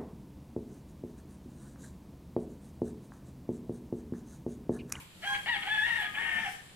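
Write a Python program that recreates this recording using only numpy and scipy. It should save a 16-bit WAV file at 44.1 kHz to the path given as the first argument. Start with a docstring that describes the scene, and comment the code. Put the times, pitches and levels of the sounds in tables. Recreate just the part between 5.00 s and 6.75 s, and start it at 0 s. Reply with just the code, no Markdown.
"""Rooster in a farmyard

One crow from across the yard: four linked notes, the first clear, the later ones hoarse with rasping air.
Walls and trees throw it back to the microphone; a far bird holds a thin note behind it.
Close by, a buffalo treads softly on turf and brushes through the grass, over a low outdoor rumble."""
import sys
import numpy as np
from scipy import signal
from scipy.fft import rfft, irfft
from scipy.io import wavfile
from scipy.ndimage import uniform_filter1d

SR = 44100
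rng = np.random.default_rng(int(sys.argv[2]) if len(sys.argv) > 2 else 0)


def wav_record(signal):
    """Record a signal, one row per channel, as 16-bit PCM in the file named by sys.argv[1]."""
    frames = np.transpose(np.atleast_2d(signal))
    bounded = np.clip(frames, -1, 1)
    # unit amplitude maps onto the largest positive 16-bit level
    quanta = np.round(bounded * 32767).astype(np.int16)
    wavfile.write(sys.argv[1], SR, quanta)


N = 77175

# Spectra of the background noises. Each row: frequency in Hz, relative density in dB.
AIR_SPECTRUM = [(15, -38), (25, -5.5), (168, 3), (208, -1.5), (244, -10), (363, -7), (460, -16), (539, -10),
                (722, -17), (3350, -10), (4600, -16), (6160, -43.5), (7420, -10), (9170, -52),
                (14000, -39.5)]
RUMBLE_SPECTRUM = [(25, 1.5), (60, -5), (90, 2), (130, -6.5), (185, -3), (250, -6), (450, -9), (800, -14.5),
                   (2000, -21)]
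RUSTLE_SPECTRUM = [(2000, -2), (4200, -6.5), (5500, -7.5), (6700, -9.5), (7600, -1), (8600, -4), (9800, -1),
                   (11500, -18.5), (14000, -34)]
SIZZLE_SPECTRUM = [(8000, -28), (10500, -5), (11500, -3), (14000, -2)]
FADING_CALL_SPECTRUM = [(500, -37), (1000, 1.5), (1400, -14), (2400, -3), (3200, -12), (4200, -22),
                        (12000, -15)]
# Swells of the rumble, the grass and its top-end sizzle. Each row: time in seconds, relative level in dB.
RUMBLE_LEVELS = [(0.0, -56.5), (0.048, -64), (0.346, -50.5), (0.364, -52), (0.414, -54), (1.306, -53),
                 (1.354, -50.5), (1.646, -59), (1.75, -63)]
RUSTLE_LEVELS = [(0.0, -57.5), (0.102, -68), (0.204, -63.5), (0.282, -53), (0.442, -58.5), (1.032, -55),
                 (1.096, -63), (1.208, -56.5), (1.418, -57), (1.524, -52.5), (1.588, -60), (1.75, -63)]
SIZZLE_LEVELS = [(0.0, -58), (0.17, -74), (0.286, -55), (0.598, -74), (0.614, -65), (1.028, -60.5),
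                 (1.072, -79), (1.178, -80), (1.232, -98), (1.524, -53), (1.594, -69), (1.75, -73)]
# How alike the background is at the two microphones. Each row: frequency in Hz, correlation from 0 to 1.
MIC_LIKENESS = [(30, 0.17), (80, 1), (180, 0.82), (400, 0.64), (1500, 0), (5000, 0.024), (14000, 0)]

# Hooves close by. Each row: start in seconds, pitch in Hz, peak level in dB.
HOOF_STEPS = [(.35, 110, -54), (1.219, 450, -52.5), (1.349, 201.2, -46), (1.403, 194, -48.5)]
# Legs in the grass. Each row: peak time and half length in seconds, centre in Hz, level in dB,
# left minus right in dB.
LEG_SWISHES = [(.3, 0.055, 5600, -65, -12), (0.89, 0.12, 5500, -62.5, -10), (1.015, 0.013, 11500, -57, 0),
               (1.46, 0.094, 5600, -60, -8)]

# Echoes off walls and ground. Each row: delay in seconds, left gain in dB, right gain in dB.
YARD_ECHOES = [(.0047, -23.5, -10), (.0125, -12, -11), (.031, -11.5, -18), (.074, -14, -23.5)]
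# How far left the birds lean at the microphone. Each row: frequency in Hz, left minus right in dB.
LEFT_LEAN = [(800, -1), (1050, 3), (1350, 13), (1620, -6.5), (1740, 8.5), (1860, 7), (1960, 1.5), (2150, 6),
             (2600, 4), (3000, 4.5), (3500, -1.5), (4300, -5.5), (6000, -13), (10000, -30)]
# Thin tones from the far bird and from the second side of the rooster's syrinx.
# Each row: start and end in seconds, pitch in Hz, level in dB ahead of the yard.
FAR_BIRD_NOTES = [(0.572, 0.697, 1256, -51.5), (1.03, 1.163, 1243, -48.5), (1.238, 1.406, 1250, -50)]
SYRINX_TONES = [(.28, .36, 1066, -43.5), (1.0, 1.09, 725, -49), (1.16, 1.215, 1111, -46.5),
                (1.27, 1.47, 719, -54), (1.45, 1.52, 740, -40.5)]

# The course of the crow's four notes. Each row: time in seconds, pitch in Hz, then relative levels
# of fundamental, overtones and rasp in dB.
CROW_1 = [(0.225, 571.3, -64, -64, -39), (0.237, 656.7, -45.5, -44, -46.5), (0.251, 793.1, -41.5, -50, -36),
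          (0.273, 809.7, -47, -31, -58), (0.333, 818.6, -39.5, -31.5, -50.5),
          (0.349, 811, -49, -40.5, -27.5), (0.365, 816, -62, -33.5, -48.5)]
CROW_2 = [(0.46, 709.6, -40.5, -50, -35), (0.47, 821.6, -41, -40, -41.5),
          (0.486, 961.9, -43.5, -30.5, -34.5), (0.5, 967, -37.5, -27, -34), (0.508, 953, -38.5, -40, -63),
          (0.524, 931.3, -43.5, -28, -46), (0.548, 821.5, -45, -33.5, -43), (0.57, 814, -38.5, -45, -35)]
CROW_3 = [(0.625, 731.7, -66, -50, -32), (0.649, 768, -60, -54, -46.5), (0.663, 748.9, -41.5, -46, -40),
          (0.679, 823.2, -34.5, -40, -32.5), (0.699, 851.4, -47, -38, -42),
          (0.719, 854.6, -46, -28.5, -48.5), (0.759, 868.2, -44, -32, -37),
          (0.797, 849.7, -53.5, -32.5, -47.5), (0.827, 874, -37.5, -29.5, -47),
          (0.841, 903.1, -69, -28.5, -61), (0.871, 943, -44, -34.5, -35), (0.939, 916, -46, -29, -47),
          (0.965, 929.7, -45.5, -36, -38), (0.987, 847, -43.5, -36.5, -48), (1.009, 849, -45.5, -36, -47),
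          (1.021, 843, -42, -36, -34), (1.07, 844, -59, -38.5, -44.5)]
CROW_4 = [(1.145, 822.8, -51, -62, -32.5), (1.157, 852, -54, -51, -39), (1.175, 831.4, -44, -34, -45),
          (1.199, 931.7, -48.5, -31.5, -42), (1.223, 929.4, -44.5, -38.5, -37.5),
          (1.377, 893, -58.5, -32.5, -40), (1.387, 910.6, -42.5, -35.5, -34.5), (1.437, 882, -54, -37, -48),
          (1.459, 791, -37.5, -41.5, -35), (1.481, 817, -42, -51, -43), (1.49, 770, -48, -42, -45)]
# The voice of each note. Each row: jitter as a share of pitch, flutter rate in Hz, flutter depth, flutter
# start in seconds, lift above the second harmonic in dB, attack in seconds, beak cut-off in Hz.
CROW_VOICING = [(0.0035, 620, 0.17, 0.254, -2, .012, 6700), (0.0068, 110, 0.13, 0.57, 5.5, 0.0022, 5100),
                (0.02, 410, 0.13, 0.85, 0.5, 0.018, 4120), (0.0052, 305, 0.29, 1.1, -3.5, 0.02, 3540)]
# Resonances of throat and beak, and the colour of the rasp. 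Each row: frequency in Hz, relative gain in dB.
THROAT_RESPONSE = [(1250, -5), (1600, -2.5), (1780, 5), (1950, 5), (2400, -15.5), (2650, -12.5),
                   (2900, -7.5), (3300, -3.5), (3520, -6.5), (3900, -22), (4800, -30.5), (5700, -40),
                   (6500, -24.5), (7500, -44)]
RASP_SPECTRUM = [(300, -34), (620, -16.5), (760, 0), (900, -13.5), (1080, -12), (1480, -8), (1720, 3.5),
                 (2000, 0.5), (2200, 6.5), (2550, -3), (3150, 4), (3500, -13), (3950, -11.5), (4500, -10),
                 (5200, -32), (7000, -30), (14000, -43)]

JITTER_HZ, WARBLE_HZ = 157, 35.4   # rates of fast and slow unsteadiness in the birds' voices


def from_db(db):
    """Decibels to gain."""
    return 10 ** (np.asarray(db) / 20)


def unit_rms(x):
    """Scale to rms 1."""
    return x / np.sqrt(np.mean(x ** 2) + 1e-20)


def clock():
    """Time of every sample in seconds."""
    return np.arange(N) / SR


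def in_time(rows):
    """Each column of a curve, sample by sample."""
    s, *columns = np.transpose(rows)
    return [np.interp(clock(), s, c) for c in columns]


def at_hz(points, hz):
    """Read a spectrum on a log-frequency axis."""
    freqs, values = np.transpose(points)
    return np.interp(np.log(np.maximum(hz, 1)), np.log(freqs), values)


def shape(x, gain):
    """Filter by a gain that is a function of frequency."""
    return irfft(rfft(x, 2 * N) * gain(np.arange(N + 1) * SR / (2 * N)))[..., :N]


def colour(x, spectrum):
    """Filter by a spectrum table and scale to rms 1."""
    return unit_rms(shape(x, lambda hz: from_db(at_hz(spectrum, hz))))


def drift(rate_hz):
    """Random wander of rms 1, mostly slower than rate_hz."""
    return unit_rms(shape(rng.standard_normal(N), lambda hz: 1 / (1 + (hz / rate_hz) ** 4)))


def phase_of(hz):
    """Running phase of an oscillator."""
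    return 2 * np.pi * np.cumsum(hz) / SR


def wavering_sine(hz, waver, rate_hz):
    """A sine whose pitch wanders by the share `waver`."""
    return np.sin(phase_of(hz * (1 + waver * drift(rate_hz))))


def delayed(x, s):
    """The signal, s seconds later."""
    return np.interp(clock() - s, clock(), x, left=0)


def pan(left_db):
    """Left and right gains, left_db apart."""
    return from_db(left_db * np.array([[.5], [-.5]]))


def stereo_noise(spectrum):
    """Coloured noise from all around, alike at both microphones in the bass only."""
    mid, side = rng.standard_normal((2, N))
    mid = shape(mid, lambda hz: np.sqrt(1 + at_hz(MIC_LIKENESS, hz)))
    side = shape(side, lambda hz: np.sqrt(1 - at_hz(MIC_LIKENESS, hz)))
    return colour(np.array([mid + side, mid - side]), spectrum)


def outdoors():
    """The bed: still air, low rumble, distant hum, rustling grass and an earlier call dying away."""
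    (rumble_db,), (rustle_db,), (sizzle_db,) = map(in_time, (RUMBLE_LEVELS, RUSTLE_LEVELS, SIZZLE_LEVELS))
    rumble = from_db(rumble_db - 1) * stereo_noise(RUMBLE_SPECTRUM)
    hum = from_db(-63) * wavering_sine(hz=181.1, waver=0.012, rate_hz=32)
    rustle = from_db(rustle_db + 2) * stereo_noise(RUSTLE_SPECTRUM)
    sizzle = from_db(sizzle_db - 1) * stereo_noise(SIZZLE_SPECTRUM)
    grass = (rustle + sizzle) * from_db(0.53 * drift(rate_hz=200))   # a fine grain in the level
    fading_call = from_db(-48.5 - 60 * clock() / 0.31) * stereo_noise(FADING_CALL_SPECTRUM)
    air = from_db(-56.5) * stereo_noise(AIR_SPECTRUM)
    return air + rumble + hum + grass + fading_call


def grass_swishes(width_octaves=0.19):
    """Legs bend the blades near the microphone, each pass a short swell of hiss."""
    out = 0
    for peak_s, half_s, centre_hz, db, left_db in LEG_SWISHES:
        band = lambda hz: np.exp(-np.log2((hz + 1) / centre_hz) ** 2 / (2 * width_octaves ** 2))
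        hiss = unit_rms(shape(rng.standard_normal((2, N)), band))
        swell = np.exp(-((clock() - peak_s) / half_s) ** 2 / 2)
        out = out + from_db(db) * pan(left_db) * swell * hiss
    return out


def hooves(rise_s=0.01):
    """Hooves press into the turf close by, each a soft, dull thud that swells and dies."""
    out = 0
    for start, hz, db in HOOF_STEPS:
        age = np.maximum(clock() - start, 0) / rise_s
        swell = age * np.exp(1 - age)
        out = out + from_db(db) * swell * wavering_sine(hz, waver=0.1156, rate_hz=105)
    return out


def yard(x, t60_s=0.55, build_s=0.01, low_cut_hz=750, high_cut_hz=6100):
    """The way to the microphone: direct sound, a few distinct echoes and a diffuse tail from the trees."""
    t = clock()
    out = np.array([delayed(x, 0.00009), from_db(-0.5) * x])   # the left side hears it just later
    for s, left_db, right_db in YARD_ECHOES:
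        out = out + from_db([[left_db], [right_db]]) * delayed(x, s)
    tail = rng.standard_normal((2, N)) * from_db(-60 * t / t60_s) * (1 - np.exp(-t / build_s))
    band = lambda hz: 1 / np.hypot(1, (hz / high_cut_hz) ** 2) / np.hypot(1, low_cut_hz / (hz + 1))
    tail = shape(unit_rms(tail) / np.sqrt(N), band)
    out = out + from_db(-5) * signal.fftconvolve(x[None], tail, axes=1)[:, :N]
    return shape(out, lambda hz: pan(at_hz(LEFT_LEAN, hz)))


def thin_tones(notes, waver, fade_s=0.028):
    """A bird's held, nearly pure notes, wavering a little."""
    t, out = clock(), 0
    for start, end, hz, db in notes:
        gate = np.clip(np.minimum(t - start, end - t) / fade_s, 0, 1)
        out = out + from_db(db) * gate * wavering_sine(hz, waver, JITTER_HZ)
    return out


def throat_overtones(pitch, phase, upper_db):
    """Harmonics 2 to 10, weighted by the throat's resonances and held at a steady total power."""
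    harmonic = np.arange(2, 11)[:, None]
    gains = from_db(at_hz(THROAT_RESPONSE, harmonic * pitch) + upper_db * (harmonic > 2))
    return (gains * np.sin(harmonic * phase)).sum(0) / np.sqrt((gains ** 2).sum(0) / 2)


def air_rasp(phase, rasp_db, swell_s=0.022, pulse_depth=0.88):
    """Air rasps through the throat, pulsing on each cycle of the voice."""
    airflow = from_db(uniform_filter1d(rasp_db, int(swell_s * SR) + 1) + 0.5)
    puffs = rng.standard_normal(N) * (1 + pulse_depth * np.cos(phase))
    return airflow * colour(puffs, RASP_SPECTRUM)


def crow_note(curve, voicing, ramp_s=0.0072, warble=0.004915, shimmer_db=2):
    """Jittery harmonics and rasp leave through the beak; a flutter in their level adds side tones."""
    jitter, flutter_hz, depth, flutter_start, upper_db, attack_s, beak_hz = voicing
    pitch, fundamental_db, overtone_db, rasp_db = in_time(curve)
    t, start, end = clock(), curve[0][0], curve[-1][0]
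    attack = np.clip((t - start) / attack_s + .5, 0, 1)
    release = np.exp(-np.maximum(t - end, 0) / ramp_s)
    phase = phase_of(pitch * (1 + jitter * drift(JITTER_HZ) + warble * drift(WARBLE_HZ)))
    fundamental = from_db(fundamental_db + 1.5) * np.sin(phase)
    overtone_gain = from_db(overtone_db - 1 + shimmer_db * drift(JITTER_HZ))
    overtones = overtone_gain * throat_overtones(pitch, phase, upper_db)
    flutter_depth = depth * np.clip((t - flutter_start) / ramp_s, 0, 1)
    flutter = 1 + flutter_depth * wavering_sine(flutter_hz, waver=0.0338, rate_hz=WARBLE_HZ)
    voice = attack * release * (fundamental + flutter * (overtones + air_rasp(phase, rasp_db)))
    return shape(voice, lambda hz: 1 / np.hypot(1, (hz / beak_hz) ** 9.4))


def rooster():
    """Four linked notes, while the second side of the syrinx sounds tones of its own."""
    crow = sum(map(crow_note, (CROW_1, CROW_2, CROW_3, CROW_4), CROW_VOICING))
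    return crow + thin_tones(SYRINX_TONES, waver=0.011)


def scene():
    """Rooster and far bird across the yard; the buffalo close and dry, over the outdoor bed."""
    birds = rooster() + thin_tones(FAR_BIRD_NOTES, waver=0.0071)
    return yard(birds) + hooves() + grass_swishes() + outdoors()


def record(dry):
    """The recorder cuts steeply above 14.3 kHz."""
    return signal.sosfilt(signal.ellip(12, .1, 80, 14300, fs=SR, output="sos"), dry)


dry = scene()
out = record(dry)
wav_record(out)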